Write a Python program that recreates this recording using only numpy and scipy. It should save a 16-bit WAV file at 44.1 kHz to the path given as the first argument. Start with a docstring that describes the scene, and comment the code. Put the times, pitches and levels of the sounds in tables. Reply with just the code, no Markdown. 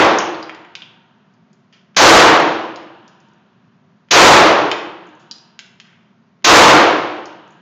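"""A long concrete shooting lane, heard from the firing booth through a small microphone.
We come in on the echoes of a pistol shot fired just before the start. Spent brass bounces and rolls
on the floor, and the low rumble of the ventilation shows as the echoes die. Three more shots follow
about two seconds apart, each with a faint trigger click, a bright crack, echoes that overload
the microphone for half a second, and then more clinking casings."""
import sys
import numpy as np
from scipy import signal
from scipy.io import wavfile

SR = 44100
rng = np.random.default_rng(int(sys.argv[2]) if len(sys.argv) > 2 else 0)


def inscribe(sig):
    """Save sig as 16-bit PCM at rate SR to the path in sys.argv[1].

    A 1-D sig is mono; a 2-D sig holds one channel per row.
    Samples are clipped to [-1, 1] before scaling.
    """
    pcm = np.round(np.clip(np.atleast_2d(sig).T, -1, 1) * 32767)
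    wavfile.write(sys.argv[1], SR, pcm.astype(np.int16))


N = 335601


def gain_of(db):
    """Decibels to an amplitude factor."""
    return 10 ** (np.asarray(db) / 20)


def unit_rms(x):
    """Scales a signal to an rms of one."""
    return x / np.sqrt(np.mean(x ** 2) + 1e-20)


def curve(table, hz, column=1):
    """One column of a table, interpolated on a log-frequency axis."""
    columns = np.transpose(table)
    return np.interp(np.log(hz + 1), np.log(columns[0] + 1), columns[column])[:, None]


def add(mix, start_s, sound):
    """Mixes a sound in at start_s, which may lie before the start."""
    at = round(start_s * SR)
    sound = sound[max(-at, 0):]
    part = mix[max(at, 0):][:len(sound)]
    part += sound[:len(part)]


def noise(magnitude, count):
    """Noise whose spectrum follows magnitude(t, hz)."""
    t = np.arange(count // 256 + 5) * 256 / SR
    hz = np.fft.rfftfreq(1024, 1 / SR)
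    real, imag = rng.standard_normal((len(t), len(hz), 2)).T
    return signal.istft((real + 1j * imag) * magnitude(t, hz), nperseg=1024, noverlap=768)[1][:count]


def crack(t):
    """The pistol close by: a bright burst before the lane fills with echoes."""
    # spectrum of the crack: frequency_hz, density_db
    spectrum = [(88, -34), (150, -8), (1470, -3.5), (2130, -2), (3400, -1), (5410, -3.5), (6250, -1.5),
                (7000, -6.5), (9100, -37), (15400, -120)]
    level_db, t60_s = -5.5, .4
    burst = unit_rms(noise(lambda t, hz: gain_of(curve(spectrum, hz)), count=len(t)))
    return gain_of(level_db - 60 * t / t60_s) * burst


def lane_echoes(t, hz):
    """Echo spectrum over time: treble arrives at once and dies first; bass piles up and lingers."""
    # colour of the echoes: frequency_hz, density_db
    spectrum = [(60, -25), (130, -24), (250, -14.5), (340, -5), (430, -3.5), (700, -2), (1100, -2.5),
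                (1900, -11), (2900, -16.5), (4500, -19.5), (6600, -23.5)]
    # how the lane empties and fills: frequency_hz, t60_s, build_up_s
    lane = [(100, 1.2, 0.17), (300, 0.93, 0.16), (700, 0.89, 0.23), (1500, 0.86, 0.078), (3000, 0.89, 0.02),
            (5250, 0.72, 0.011), (7350, 0.65, 0.012)]
    # weaker, slower tail from the far end: frequency_hz, density_db
    far_end = [(200, -66.5), (350, -55), (1000, -51.5), (1600, -47.5), (2100, -63), (2900, -53.5),
               (4000, -65), (6000, -82)]
    far_t60_s = 2.435
    colour = gain_of(curve(spectrum, hz))
    build_up = 1 - 0.72 * np.exp(-t / curve(lane, hz, column=2))
    near = colour * build_up * gain_of(-60 * t / curve(lane, hz))
    far = gain_of(curve(far_end, hz) - 60 * t / far_t60_s)
    return np.hypot(near, far) / np.linalg.norm(colour)


def standing_waves(t):
    """Each standing wave in the lane is a cluster of close partials that beat as they die."""
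    # lingering resonances: pitch_hz, width_hz, relative_db, t60_s
    lane_modes = [(327.8, 30, -21, 1.175), (745, 68, -50, 1.9), (919, 17, -53, 2.3), (990, 38, -52, 2.02)]
    build_up_s = 0.082
    out = np.zeros(len(t))
    for hz, width, db, t60 in lane_modes:
        detune, phase = rng.random((16, 2, 1)).transpose(1, 0, 2)
        partial_hz = hz + 2 * width * (detune - .5)
        cluster = np.sin(2 * np.pi * (partial_hz * t + phase)).sum(0)
        out += gain_of(db - 60 * t / t60) * unit_rms(cluster)
    return out * (1 - np.exp(-t / build_up_s))


def pistol_shots():
    """Each shot cracks, then its echoes pile up far above the crack."""
    # shots: start_s
    shot_times = [-.35, 1.9673, 4.111, 6.4461]
    echo_gain_db, fill_s, onset_s = 23, .15, .005
    out, t = np.zeros(N), np.arange(3 * SR) / SR
    onset = gain_of(-45 * np.maximum(1 - t / onset_s, 0))
    filling = np.minimum(t / fill_s, 1) ** 1.5
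    for start_s in shot_times:
        direct = crack(t)
        echoes = noise(lane_echoes, count=len(t)) + standing_waves(t)
        add(out, start_s - onset_s, onset * (direct + gain_of(echo_gain_db) * filling * echoes))
    return out


def ventilation():
    """Steady air noise, strongest in the bass."""
    # spectrum of the moving air: frequency_hz, density_db
    air = [(35, -74.5), (60, -43), (128, -4), (215, -1.5), (295, -25.5), (398, -10.5), (431, -25.5),
           (709, -17.5), (799, -27), (937, -20), (7000, -44.5), (9100, -90), (15400, -120)]
    return gain_of(-53) * unit_rms(noise(lambda t, hz: gain_of(curve(air, hz)), count=N))


def clink(peak_db, hardness, spread_octaves=.95, rattle_s=.0024):
    """A sharp contact and a rattle drive heavily damped modes; harder blows ring higher."""
    # modes of brass on concrete: pitch_hz, level_db, t60_s
    brass = [(1400, 0, .0035), (1900, 0, .0035), (2400, 0, .003), (3080, 0, .004), (3650, 0, .0025),
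             (4300, 0, .0025), (5050, 0, .0025), (5800, 0, .0022), (6500, 1, .0025), (7200, 0, .0022)]
    hz, mode_db, t60 = np.transpose(brass)[:, :, None]
    t = np.arange(12000) / SR
    ring_t = t[:1000]
    sign = (-1) ** np.arange(len(brass))[:, None]  # neighbouring modes swing in opposite senses
    centre_hz = 1200 * 6 ** hardness
    share = .07 + np.exp(-.5 * (np.log2(hz / centre_hz) / spread_octaves) ** 2)
    detuned_hz = hz * (1 + .015 * rng.standard_normal(hz.shape))
    ring = sign * share * gain_of(mode_db - 60 * ring_t / t60) * np.sin(2 * np.pi * detuned_hz * ring_t)
    ring *= np.minimum(ring_t * hz, 1)  # each mode builds over one cycle, so no thud leaks below it
    blows = rng.standard_normal(len(t)) * np.exp(-t / rattle_s) * np.minimum(t / .0015, 1)
    blows[0] = 8.5  # the first contact
    sound = signal.oaconvolve(blows, ring.sum(0))
    return gain_of(peak_db) * sound / abs(sound).max()


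def bouncing_casings():
    """Spent brass lands and bounces on the concrete, one clink a contact."""
    # contacts: start_s, peak_db, hardness (0-1), spread_octaves
    bounces = [(.1865, -5.5, .9, .22), (.205, -11, .38, .42), (.345, -27, .68, .2), (.4275, -22, .74, .25),
               (.4948, -16, .2, .5), (.5472, -28, .6, .8), (.648, -31, .2, .5), (.7526, -13, .5, .7),
               (.8206, -21, .53, .1), (1.338, -55, .83, .28), (1.531, -45, .95, .6),
               (2.7597, -25, .75, .37), (3.079, -35.5, .82, .4), (3.2027, -45, .87, .4),
               (3.286, -52, .88, .3), (3.335, -54, .9, .3), (4.7148, -1, .3, 1.05), (5.069, -47, .99, .15),
               (5.089, -50, .95, .15), (5.152, -50, .95, .15), (5.312, -15.5, .77, .35),
               (5.5912, -15, .55, 1.2), (5.8002, -22, .5, 1.1), (5.93, -43, .15, .5),
               (7.2565, -27, .86, .25), (7.478, -50, .92, .15), (7.507, -46, .95, .15),
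               (7.523, -50, .92, .2)]
    out = np.zeros(N)
    for start_s, peak_db, hardness, spread_octaves in bounces:
        add(out, start_s, clink(peak_db, hardness, spread_octaves))
    return out


def booth(x):
    """Single wall echoes, then a diffuse tail that is shorter in the treble."""
    # echoes off the near walls and the far wall: delay_s, level_db
    walls = [(.0045, -7), (.009, -20), (.014, -16), (.02, -22), (.071, -19.5)]
    tail_db, mid_t60_s = -4.5, 0.71  # decay time at 2500 Hz
    tail = noise(lambda t, hz: gain_of(-60 * t / (mid_t60_s * np.sqrt(3000 / (hz[:, None] + 500)))), SR)
    tail[:200] = 0  # silent until the nearest wall answers
    response = gain_of(tail_db) * tail / np.linalg.norm(tail)
    response[0] = 1  # direct sound
    for delay_s, db in walls:
        response[round(delay_s * SR)] += gain_of(db)
    return signal.oaconvolve(x, response)[:N]


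def rolling_casings():
    """A casing rolling on the floor draws its rattle out."""
    # rolls: start_s, peak_db, hardness (0-1), rattle_s
    rolls = [(1.726, -39.5, .4, .039), (5.196, -48, .95, .037), (5.85, -46, .1, .13)]
    out = np.zeros(N)
    for start_s, peak_db, hardness, rattle_s in rolls:
        add(out, start_s, clink(peak_db, hardness, rattle_s=rattle_s))
    return out


def trigger_clicks():
    """The trigger gives a dull metal click just ahead of the shot."""
    # trigger pulls: start_s, peak_db
    pulls = [(1.947, -38), (4.0862, -40), (6.423, -46)]
    out = np.zeros(N)
    for start_s, peak_db in pulls:
        add(out, start_s, clink(peak_db, hardness=.15))
    return out


def scene():
    """At the booth, in mono: shots, small metal sounds off the walls, and air."""
    shots = pistol_shots()
    metal = bouncing_casings() + trigger_clicks() + rolling_casings()
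    return (shots + booth(metal) + ventilation())[None]


def low_pass(x, hz, taps):
    """Linear-phase low-pass."""
    return signal.oaconvolve(x, signal.firwin(taps, hz, window=("kaiser", 10), fs=SR)[None], "same")


def record(dry):
    """A small, narrow-band microphone clips on the shots and feeds a low-sample-rate recorder."""
    bass_hz, treble_hz, coupling_hz, sample_hz = 110, 7180, 94, 16000
    mic_limit, output_limit = gain_of(-3.2), gain_of(-3.1)
    band = signal.sosfilt(signal.butter(4, bass_hz, "high", fs=SR, output="sos"), dry)
    band = low_pass(band, treble_hz, taps=91)
    clipped = np.clip(band, -mic_limit, mic_limit)
    # a coupling capacitor makes the flat tops droop
    coupled = signal.lfilter(*signal.butter(1, coupling_hz, "high", fs=SR), clipped)
    stored = low_pass(coupled, hz=7980, taps=101)
    # the low sample rate leaves a faint mirror image just above the top of the band
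    mirror = 1 + 2 * np.cos(2 * np.pi * sample_hz * np.arange(N) / SR)
    imaged = low_pass(stored * mirror, hz=7880, taps=91)
    # overshoots are shaved off, which spreads faint clicks up to the band limit
    shaved = np.clip(imaged, -output_limit, output_limit)
    return low_pass(shaved, hz=15800, taps=511)


dry = scene()
out = record(dry)
inscribe(out)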